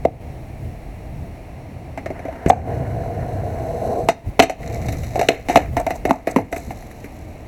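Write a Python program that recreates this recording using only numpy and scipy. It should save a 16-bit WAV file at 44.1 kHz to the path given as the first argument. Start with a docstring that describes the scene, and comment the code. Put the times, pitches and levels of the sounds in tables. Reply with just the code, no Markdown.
"""Skateboard on a handrail

After a knock from handling the camera, a skater throws his board down on concrete, rolls past, pops it onto
a steel handrail and bails; the board tumbles away.
Blows and wheel roar are noise bursts and grains shaped by resonances of deck and camera case, which boom near 680 Hz.
Light wind rumbles on the case; hard hits overload the input, clip and duck its gain for a moment."""
import sys
import numpy as np
from scipy import signal
from scipy.fft import rfft, irfft, next_fast_len
from scipy.io import wavfile
from scipy.ndimage import minimum_filter1d

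SR = 44100
rng = np.random.default_rng(int(sys.argv[2]) if len(sys.argv) > 2 else 0)


def output_pcm(signal):
    """Save a mono or channel-first signal as 16-bit PCM at the path in sys.argv[1].

    Samples are clipped to [-1, 1] before scaling.
    """
    pcm = np.clip(np.atleast_2d(signal).T, -1, 1) * 32767
    wavfile.write(sys.argv[1], SR, np.round(pcm).astype(np.int16))


N = 329427
TIME = np.arange(N) / SR
# wheels down, rider on, pop, onto the rail, bail, board back on its wheels
ROLL_S, MOUNT_S, POP_S, RAIL_S, BAIL_S, RUNOUT_S = 2.11, 2.47, 4.1, 4.59, 5.28, 6.51
# contact builds up and lets go
GRIP_S, RELEASE_S = 0.045, 0.052
# slow wavering of the contact pressure
WOBBLE_DB = 1.1


def from_db(db):
    """Decibels to gain."""
    return 10 ** (np.asarray(db) / 20)


def rms_one(x):
    """Scale to unit power."""
    return x / np.sqrt(np.mean(x ** 2) + 1e-20)


def since(start_s):
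    """Seconds gone by, zero before the start."""
    return np.maximum(TIME - start_s, 0)


def gate(start_s, end_s, rise_s, fall_s):
    """Envelope: straight rise from the start, hold, exponential decay after the end."""
    rise = np.clip((TIME - start_s) / max(rise_s, 1e-3), 0, 1)
    fall = np.exp(-np.clip((TIME - end_s) / max(fall_s, 1e-3), 0, 20))
    return rise * fall


def in_time(rows):
    """A dB curve joined by straight lines, and its swing about the mean of its points."""
    knot_s, knot_db = np.transpose(rows)
    curve_db = np.interp(TIME, knot_s, knot_db)
    return curve_db, curve_db - knot_db.mean()


def drift(rate_hz):
    """Slow chance with unit power: random knots joined by straight lines."""
    knots = rng.standard_normal(2000)
    return rms_one(np.interp(TIME * rate_hz, np.arange(len(knots)), knots))


def grains(spread_db, wobble_db):
    """Countless bumps of uneven size, with a slower wobble of the contact pressure."""
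    size_db = spread_db * drift(220) + wobble_db * drift(28)
    return rng.standard_normal(N) * from_db(size_db)


def colour(x, spectrum):
    """Give x a smooth spectrum, interpolated over log frequency; unit power."""
    hz, db = np.transpose(spectrum)
    size = next_fast_len(N)
    bins_hz = np.maximum(np.arange(size // 2 + 1) * SR / size, 1)
    gain = from_db(np.interp(np.log(bins_hz), np.log(hz), db))
    return rms_one(irfft(rfft(x, size) * gain, size)[:N])


def resonate(x, modes):
    """Parallel resonances of alternating sign, with the skirts outside the family cut off."""
    modes = sorted(modes)
    out = 0
    for k, (hz, width_hz, db) in enumerate(modes):
        r = np.exp(-np.pi * width_hz / SR)
        poles = [1, -2 * r * np.cos(2 * np.pi * hz / SR), r * r]
        gain = (-1) ** k * from_db(db) * (1 - r * r) / 2
        out = out + gain * signal.lfilter([1, 0, -1], poles, x)
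    edges_hz = [modes[0][0] * 0.38, min(modes[-1][0] * 1.63, .45 * SR)]
    return signal.sosfilt(signal.butter(2, edges_hz, "band", fs=SR, output="sos"), out)


# gusts on the case: peak_s, length_s (two standard deviations), rumble_db
GUSTS = [(0.648, .1, -29), (1.216, 0.15, -31.5), (4.285, 0.042, -25), (4.9, 0.23, -26.5), (5.69, 0.11, -21)]
# deep buffeting of the breeze, relative to BREEZE_DB: time_s, level_db
BREEZE = [(0, -42.5), (1.0, -42), (1.9, -47), (3.6, -40.5), (4.45, -43), (4.9, -39), (5.75, -36.5),
          (6.1, -41.5), (7.47, -46)]
# its spectrum: freq_hz, density_db
BREEZE_SPECTRUM = [(10, -17), (25, 4.5), (45, 9.5), (65, 6.5), (130, -42)]
# rumble of wind, thuds, slab and rail: freq_hz, density_db
RUMBLE_SPECTRUM = [(20, -41), (40, -38), (60, -1.5), (80, 3.5), (130, 0.5), (180, -7.5), (280, -14.5),
                   (450, -22.5), (900, -61.5)]
# distant town and leaves, low part: freq_hz, density_db
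AIR_LOW = [(120, -13), (200, -5), (314, -4.5), (379, -12), (432, -9), (516, -10), (639, -6), (746, -8),
           (801, -11.5), (1130, -23), (1230, -23.5), (1430, -28), (2120, -19.5), (2810, -27.5), (3400, -42),
           (4420, -70), (7480, -120)]
# distant town and leaves, high part: freq_hz, density_db
AIR_HIGH = [(2000, -36), (3400, -4), (4180, 1), (5060, -9.5), (5530, -0.5), (6010, -5.5), (6940, -8.5),
            (8120, -7.5), (9440, -11), (9970, -7.5), (11300, -8.5), (14100, -15), (17500, -33)]
AIR_LOW_DB, AIR_HIGH_DB = -40.37, -61.5
WIND_START_DB, WIND_WAVER_DB, WIND_FADE_DB_PER_S = -35.5, 1.05, 0.53
BREEZE_DB = 3.5
BUFFET_DB = -9   # deep part of a gust against its rumble


def air():
    """Gusts swell out of a light, fading wind and rumble on the case, over a steady distant wash."""
    gusts = sum(from_db(db) * np.exp(-(2 * (TIME - peak_s) / length_s) ** 2 / 2)
                for peak_s, length_s, db in GUSTS)
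    white = rng.standard_normal((4, N))
    wind_db = WIND_START_DB - WIND_FADE_DB_PER_S * TIME + WIND_WAVER_DB * drift(5)
    rumble = np.hypot(from_db(wind_db), gusts) * colour(white[0], RUMBLE_SPECTRUM)
    breeze_db, _ = in_time(BREEZE)
    buffet = np.hypot(from_db(breeze_db + BREEZE_DB), from_db(BUFFET_DB) * gusts)
    breeze = buffet * colour(white[1], BREEZE_SPECTRUM)
    low_wash = from_db(AIR_LOW_DB) * colour(white[2], AIR_LOW)
    high_wash = from_db(AIR_HIGH_DB) * colour(white[3], AIR_HIGH)
    return rumble + breeze + low_wash + high_wash


# camera knock, then heavy landings of board and feet: start_s, level_db
THUDS = [(0.049, -22.5), (2.458, -12.5), (4.388, -17.5), (5.55, -17), (6.06, -27), (6.39, -22.5),
         (6.673, -26)]
THUD_RISE_S, THUD_DECAY_S = 0.0056, .045


def thuds():
    """The camera knock and each heavy landing give a short, deep shudder of low noise."""
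    shake = sum(from_db(db) * gate(s, s + THUD_RISE_S, THUD_RISE_S, THUD_DECAY_S) for s, db in THUDS)
    return shake * colour(rng.standard_normal(N), RUMBLE_SPECTRUM)


# roar of wheels and dragging deck: freq_hz, density_db
ROAR = [(110, -68), (180, -6.5), (408, -6), (474, 1.5), (545, -6.5), (665, 4.5), (805, -7), (926, -24),
        (1070, -17.5), (1200, -35), (1300, -40), (1690, -65), (2860, -120)]
# bright hiss of the dragging deck: freq_hz, density_db
SLIDE_HISS = [(1940, -45), (3300, -19), (3790, -3), (4200, -1), (4680, -13), (5910, -2), (6920, -4.5),
              (7890, -5.5), (9620, -27), (10100, -27), (10700, -4), (11200, -5.5), (12600, -7),
              (14800, -27), (17000, -18)]


def friction(roar_db, rasp_db, hiss_db):
    """Wood dragging over steel and concrete: uneven noise grains roar, rasp in the upper deck modes and hiss."""
    roar = from_db(roar_db) * colour(grains(spread_db=2.8, wobble_db=WOBBLE_DB), ROAR)
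    rasp = from_db(rasp_db) * rms_one(resonate(grains(spread_db=3.0, wobble_db=WOBBLE_DB), CLACK))
    hiss = from_db(hiss_db) * colour(grains(spread_db=4.0, wobble_db=WOBBLE_DB), SLIDE_HISS)
    return roar + rasp + hiss


# levels at the start of the run-out; the rasp setting also sets the roar
RUNOUT_HISS_DB, RUNOUT_RASP_DB, HISS_FADE_DB_PER_S, RASP_FADE_DB_PER_S = -49.5, -59, 14.5, 50


def run_out():
    """Back on its wheels the board coasts away: roar and rasp die quickly, the bearings' hiss lasts longer."""
    rasp_db = RUNOUT_RASP_DB - RASP_FADE_DB_PER_S * since(RUNOUT_S)
    hiss_db = RUNOUT_HISS_DB - HISS_FADE_DB_PER_S * since(RUNOUT_S)
    return np.minimum(since(RUNOUT_S) / GRIP_S, 1) * friction(rasp_db, rasp_db, hiss_db)


# levels relative to each blow's strength plus half its hardness
RATTLE_T60_S, RATTLE_ROAR_DB, RATTLE_RASP_DB, RATTLE_HISS_DB = 0.37, -17, -25, -34.5


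def tumble():
    """Without its rider the board skitters on after every blow, the longer the harder it was struck."""
    power = 0
    for start_s, strength_db, _, hardness_db, _, _ in BLOWS:
        if start_s > BAIL_S - RELEASE_S:
            level_db = strength_db + hardness_db / 2 - 60 * since(start_s) / RATTLE_T60_S
            power = power + from_db(2 * level_db) * (TIME > start_s)
    return np.sqrt(power) * friction(RATTLE_ROAR_DB, RATTLE_RASP_DB, RATTLE_HISS_DB)


# wheel roar as the board is loaded and comes near: time_s, level_db
ROLL = [(2.1, -46), (2.46, -36.5), (2.72, -26), (2.87, -31), (3.76, -27.5), (3.91, -20.5), (3.99, -21.5),
        (4.12, -38.5)]
# grit under the wheels: freq_hz, density_db
GRIT = [(560, -36), (950, 1.5), (1110, -13), (1250, -10), (1490, -5), (2110, -8.5), (2630, -24),
        (2880, -16.5), (3400, -44), (4420, -62), (7480, -120)]
# hiss of the spinning bearings: freq_hz, density_db
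BEARINGS = [(2000, -43), (3400, -11), (4110, 7), (4420, 0), (4630, -8), (5130, -5), (6190, 3), (6990, -6.5),
            (7940, 1.5), (8910, -13), (11100, -0.5), (14500, -15), (17000, -18)]
# levels at mean roar, halfway through the roll; FOLLOWS is the share of the roar's swing
GRIT_DB, GRIT_FOLLOWS, GRIT_FADE_DB_PER_S = -46, 0.19, 3.5
BEARING_DB, BEARING_FOLLOWS, BEARING_RISE_DB_PER_S = -59.5, 0.64, 4
# level as the rider mounts
SLAB_DB, SLAB_FADE_DB_PER_S = -23.5, 5


def wheels():
    """Rough concrete roars and crackles in the rolling board, bearings hiss, the slab rumbles under the rider."""
    roar_db, swing_db = in_time(ROLL)
    approach_s = np.clip(TIME, ROLL_S, POP_S) - (ROLL_S + POP_S) / 2
    grit_db = GRIT_DB + GRIT_FOLLOWS * swing_db - GRIT_FADE_DB_PER_S * approach_s
    hiss_db = BEARING_DB + BEARING_FOLLOWS * swing_db + BEARING_RISE_DB_PER_S * approach_s
    slab_db = SLAB_DB - SLAB_FADE_DB_PER_S * since(MOUNT_S)
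    roar = from_db(roar_db) * colour(grains(spread_db=0.5, wobble_db=WOBBLE_DB), ROAR)
    grit = from_db(grit_db) * colour(grains(spread_db=2.5, wobble_db=WOBBLE_DB), GRIT)
    hiss = from_db(hiss_db) * colour(grains(spread_db=1.6, wobble_db=WOBBLE_DB), BEARINGS)
    slab = from_db(slab_db) * colour(rng.standard_normal(N), RUMBLE_SPECTRUM)
    rolling = gate(ROLL_S, POP_S, GRIP_S, RELEASE_S) * (roar + grit + hiss)
    return rolling + gate(MOUNT_S, POP_S, GRIP_S, RELEASE_S) * slab


NICKS_PER_S, NICK_DB, NICK_SPREAD_DB = 45, -53, 5


def nicks():
    """Tiny flaws in the rail tick in the deck at random."""
    hits = rng.random(N) < NICKS_PER_S / SR
    size = from_db(NICK_SPREAD_DB * np.minimum(rng.exponential(1, N), 3))
    clicks = hits * size + 1e-18
    return from_db(NICK_DB) * (rms_one(resonate(clicks, CLACK)) + rms_one(resonate(clicks, CRACK)))


# roar of the deck dragging down the rail: time_s, level_db
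SLIDE = [(4.6, -31.5), (4.82, -31), (4.96, -40), (5.12, -40), (5.19, -24.5), (5.32, -41)]
# rasp at mean roar and its share of the swing; hiss level halfway down the rail
RASP_DB, RASP_FOLLOWS, RAIL_RUMBLE_DB = -47, 0.5, -30.5
RAIL_HISS_DB, RAIL_HISS_RISE_DB_PER_S = -50, 6


def slide():
    """The deck gathers speed down the rail, hissing louder; the rail ticks and rumbles until the rider bails."""
    roar_db, swing_db = in_time(SLIDE)
    descent_s = np.clip(TIME, RAIL_S, BAIL_S) - (RAIL_S + BAIL_S) / 2
    hiss_db = RAIL_HISS_DB + RAIL_HISS_RISE_DB_PER_S * descent_s
    drag = friction(roar_db, RASP_DB + RASP_FOLLOWS * swing_db, hiss_db)
    rumble = from_db(RAIL_RUMBLE_DB) * colour(rng.standard_normal(N), RUMBLE_SPECTRUM)
    return gate(RAIL_S, BAIL_S, GRIP_S, fall_s=0.11) * (drag + nicks() + rumble)


# skids of grip tape and wheels on concrete: start_s, length_s, hiss_db, judder_db
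SCUFFS = [(2.482, 0.026, -38, -19.5), (4.399, 0.043, -23, -10.5), (5.494, 0.087, -45, -23),
          (5.77, 0.051, -44, -18.5), (5.948, 0.02, -39.5, -30.5), (6.069, 0.056, -43, -22),
          (6.123, 0.049, -46.5, -25.5), (6.295, 0.029, -37.5, -30), (6.511, 0.095, -44, -35)]
# bright friction resonances: freq_hz, width_hz, level_db
SCUFF_MODES = [(4000, 1200, -10), (6300, 550, 3.5), (7900, 640, 2.5), (12000, 1600, -6)]


def scuffs():
    """Short skids: bright friction and a juddering deck under one rounded stroke."""
    strokes = np.array([np.sqrt(np.maximum(1 - (2 * (TIME - start_s) / length_s - 1) ** 2, 0))
                        for start_s, length_s, _, _ in SCUFFS])
    _, _, hiss_db, judder_db = np.transpose(SCUFFS)
    friction_noise = rms_one(resonate(grains(spread_db=7, wobble_db=1.5), SCUFF_MODES))
    deck_noise = rms_one(resonate(grains(spread_db=1.5, wobble_db=1.5), KNOCK))
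    hiss = from_db(hiss_db) @ strokes * friction_noise
    judder = from_db(judder_db) @ strokes * deck_noise
    return hiss + judder


# blows after which the board flies free: start_s, level_db
FLIGHTS = [(4.087, -40), (4.499, -39), (5.287, -38), (5.572, -33), (5.768, -44), (5.906, -46), (6.109, -33)]
# ringing of the free deck and its trucks: freq_hz, level_db, t60_s
FREE_MODES = [(728, -3, .13), (1453, -20, .2), (2122, -8, .33), (2510, -9, .22), (2627, -14, .35),
              (4016, -17, .14), (6008, -25, .2), (8043, -30, .2)]


def free_ring():
    """Off the ground nothing damps the board: clean modes die slowly."""
    kicks = np.full(N, 1e-18)
    for start_s, db in FLIGHTS:
        kicks[int(start_s * SR)] = from_db(db)
    out = 0
    for hz, db, t60_s in FREE_MODES:
        r = from_db(-60 / (t60_s * SR))
        w = 2 * np.pi * hz / SR
        out = out + signal.lfilter([0, from_db(db) * np.sin(w)], [1, -2 * r * np.cos(w), r * r], kicks)
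    return out


# deck and case resonances of the knock: freq_hz, width_hz, level_db
KNOCK = [(462, 79, -17), (673, 41.6, 5), (742, 34.4, 0), (900, 58, -13)]


def knock_modes(force, deck_hz):
    """The deck rings at a pitch set by how it is held and drives the case, so a knock swells before it dies."""
    deck = resonate(force, [(deck_hz, 450, 0)])
    return resonate(deck, [(deck_hz, 150, 0), *KNOCK])


def family(modes):
    """A body whose resonances stay the same for every blow."""
    return lambda force, deck_hz: resonate(force, modes)


# a knock from handling the camera, then blows of deck, trucks and wheels:
# start_s, strength_db, weight_db, hardness_db, deck_pitch_hz,
# chatter_decay_s (before each family's linger factor); all dB relative to the family levels
BLOWS = [ (.0508, -7.5, -10, -11, 500, .0012), (1.975, -26.5, -4.5, 5.5, 780, .007),
         (2.059, -24, -7, 4, 567, 0.0052), (2.1024, -26, 0.5, -2, 610, 0.0079),
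         (2.1919, -33, -2, 3.5, 640, 0.0043), (2.2518, -27, -1, -0.5, 600, 0.0077),
         (2.2827, -24, -26, -7, 600, 0.0073), (2.3256, -36, -1, 3, 686, .006),
         (2.3563, -38.5, -6, 3, 630, .004), (2.4605, -23, 6, 8, 396, 0.0055),
         (2.4732, -17, -1.5, 0, 474, 0.0076), (2.4995, 2.5, -15, -9, 670, .002),
         (4.0864, -6, -7.5, 0, 718, 0.0086), (4.3931, -7, -1.5, 1.5, 814, 0.0026),
         (4.398, -2.5, -2.5, 7, 672, 0.0029), (4.423, -12, -0.5, 7.5, 590, .006),
         (4.435, -15, -3, 4.5, 630, 0.0047), (4.4963, -14, -13, 0.5, 638, 0.0074),
         (4.8843, -26.5, -3.5, 6, 640, 0.0072), (4.9252, -34, -7, 7, 537, 0.016),
         (5.0339, -35, -15, 7.5, 468, 0.012), (5.156, -17, -12, -5.5, 638, 0.007),
         (5.193, -17, -18, 1.5, 416, 0.0049), (5.2125, -12, -21, -2.5, 668, 0.003),
         (5.2284, -19, -10, 0.5, 615, .014), (5.2863, -6, -8, 6.5, 463, 0.0029),
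         (5.304, -15.5, -17, -18, 385, 0.0057), (5.4855, -25.5, 5.5, 11, 810, 0.013),
         (5.497, -15, -4, 1.5, 672, 0.034), (5.5574, -0.5, -5.5, -1.5, 720, 0.0047),
         (5.5711, -7, -6, 3.5, 570, .0022), (5.7671, -17, -3.5, 2.5, 727, 0.0069),
         (5.8654, -15.5, -10, -1.5, 677, 0.0031), (5.905, -18.5, -9, 2.5, 643, 0.005),
         (6.052, -17, -0.5, 3.5, 638, 0.0056), (6.0931, -26.5, 10, 9, 815, 0.0091),
         (6.108, -7.5, -2, -5.5, 835, 0.002), (6.271, -15.5, -4.5, 1.5, 464, 0.0084),
         (6.3611, -15.5, 10.5, 6.5, 954, 0.0077), (6.3853, -15.5, 0, -4.5, 830, 0.011),
         (6.526, -22.5, -3.5, 7, 626, 0.0032), (6.562, -30.5, 3, 10.5, 470, .0035),
         (6.7059, -28.5, -8, 2.5, 739, 0.0067), (6.8236, -45, -10, 10.5, 668, .004),
         (6.9117, -48, -8, 15.5, 680, 0.0043), (7.0422, -44.5, 12, 17.5, 430, 0.0074)]


def blows(body, levels_db, family_db, chatter, linger, uneven_db):
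    """Each blow is a sharp push and a dying chatter of tiny, uneven contacts, sent through body(force, deck_hz)."""
    t = TIME[:SR // 7]
    out = np.zeros(N + len(t))
    draws = rng.standard_normal((len(BLOWS), 2, len(t)))
    for (start_s, *_, deck_hz, decay_s), db, (grit, size) in zip(BLOWS, levels_db, draws):
        decay = np.exp(-t / max(decay_s * linger, 1e-4)) + 1e-9
        force = grit * from_db(uneven_db * size) * decay
        force *= chatter / np.linalg.norm(force)
        force[0] += 1
        ring = body(force, deck_hz)
        ring /= np.sqrt(np.sum(ring ** 2) / (SR // 100))   # energy of unit power over 10 ms
        start = int(start_s * SR)
        out[start:start + len(t)] += from_db(db + family_db) * ring
    return out[:N]


# low resonances of board and case: freq_hz, width_hz, level_db
THUMP = [(179.3, 40, -4), (274, 44.7, 6), (424, 198, -2)]
# upper deck modes: freq_hz, width_hz, level_db
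CLACK = [(1270, 430, -0.5), (1760, 204, 5.5), (2062, 198, 9), (2405, 245, 5.5), (2564, 324, 1.5),
         (2890, 490, -9)]
# bright resonances: freq_hz, width_hz, level_db
CRACK = [(3760, 123, 0), (4110, 230, -2), (4120, 54, 5), (4310, 230, -7), (5000, 230, -4), (5920, 137, 4),
         (6200, 320, -0.5), (6570, 800, -5), (6900, 71, -2), (7650, 600, -7.5)]
# highest resonances: freq_hz, width_hz, level_db
TICK = [(8600, 1500, -9.5), (11100, 560, 6.5), (12800, 850, 2.5), (15300, 4400, -10)]
# ring of the steel trucks, favouring hard blows: freq_hz, width_hz, level_db
TRUCK = [(2540, 72, 0), (2767, 174, -1.5), (3030, 220, -8.5), (3735, 160, -7), (4230, 100, -6.5)]
# gain in dB per dB of a blow's edge (strength plus hardness)
CRACK_FOLLOWS, TICK_FOLLOWS, TRUCK_FOLLOWS = 0.93, 0.66, 1.34
# until it comes round the camera the board is heard from behind, its blows with less treble
IN_VIEW_S, SHADE_DB = 3.9, -10.5
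# crack and truck ring fade for one second after the bail
RECEDE_DB_PER_S = 8
# the rider's feet settle on the deck and choke its knock
CHOKE_S, CHOKE_HOLD_S, CHOKE_DB = 2.508, .06, -15


def board():
    """Camera knock and board blows: strength sets the knock, weight the thump, hardness the brighter families."""
    start_s, knock_db, weight_db, hardness_db, _, _ = np.transpose(BLOWS)
    edge_db = knock_db + hardness_db
    shade_db = SHADE_DB * (start_s < IN_VIEW_S)
    far_db = shade_db - RECEDE_DB_PER_S * np.clip(start_s - BAIL_S, 0, 1)
    knock = blows(knock_modes, knock_db, family_db=1.5, chatter=.45, linger=1.0, uneven_db=2)
    thump = blows(family(THUMP), knock_db + weight_db,
                  family_db=1.0, chatter=0.98, linger=1.6, uneven_db=5.5)
    clack = blows(family(CLACK), edge_db, family_db=-11.5, chatter=2.3, linger=1.7, uneven_db=4.5)
    crack = blows(family(CRACK), CRACK_FOLLOWS * edge_db + far_db,
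                  family_db=-19, chatter=2.4, linger=1.7, uneven_db=5.0)
    truck = blows(family(TRUCK), TRUCK_FOLLOWS * edge_db + far_db,
                  family_db=-13, chatter=1.0, linger=1.1, uneven_db=3)
    tick = blows(family(TICK), TICK_FOLLOWS * edge_db + shade_db,
                 family_db=-32, chatter=5, linger=1.6, uneven_db=7.5)
    choke = from_db(CHOKE_DB * gate(CHOKE_S, CHOKE_S + CHOKE_HOLD_S, rise_s=.004, fall_s=.01))
    return thump + choke * knock + clack + crack + truck + tick


# nearby walls and ramps, before the dulling filter: delay_s, level_db
WALLS = [(.0185, -19.5), (.031, -20)]


def park(x, scatter_db, t60_s, dull_hz):
    """A couple of wall echoes and a thin scatter from the ramps, all dulled by a low-pass."""
    t = TIME[:SR // 2]
    response = rng.standard_normal(len(t)) * from_db(-60 * t / t60_s) * np.minimum(t / 0.0064, 1)
    response *= from_db(scatter_db) / np.linalg.norm(response)
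    for delay_s, db in WALLS:
        response[int(delay_s * SR)] += from_db(db)
    dull = signal.butter(1, min(dull_hz, .45 * SR), fs=SR, output="sos")
    return x + signal.fftconvolve(x, signal.sosfilt(dull, response))[:N]


def scene():
    """Blows, board and wheels in the open park, with deep thuds and the air around."""
    skateboard = run_out() + tumble() + wheels() + slide() + scuffs() + free_ring() + board()
    echoing = park(skateboard, scatter_db=-16.5, t60_s=0.37, dull_hz=6000)
    return (air() + thuds() + echoing)[None]


def duck(x, threshold_db, depth_db, hold_s, glide_s):
    """Gain control: a loud peak pulls the gain down, holds it there, then lets go."""
    over_db = np.clip(20 * np.log10(np.abs(x) + 1e-9) - threshold_db, 0, depth_db)
    size = int(hold_s * SR) | 1
    held_db = -minimum_filter1d(-over_db, size, origin=size // 2, mode="constant")
    r = np.exp(-1 / (glide_s * SR))
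    return x * from_db(-signal.lfilter([1 - r], [1, -r], held_db))


CUTOFF_HZ = 17700


def record(dry):
    """The gain ducks too late to stop the peaks from clipping; a steep low-pass cuts the top."""
    ducked = duck(dry, threshold_db=-5.5, depth_db=6.0, hold_s=0.142, glide_s=0.006)
    clipped = np.clip(ducked, -1, 1)
    return signal.sosfilt(signal.ellip(10, .1, 70, CUTOFF_HZ, fs=SR, output="sos"), clipped)


dry = scene()
out = record(dry)
output_pcm(out)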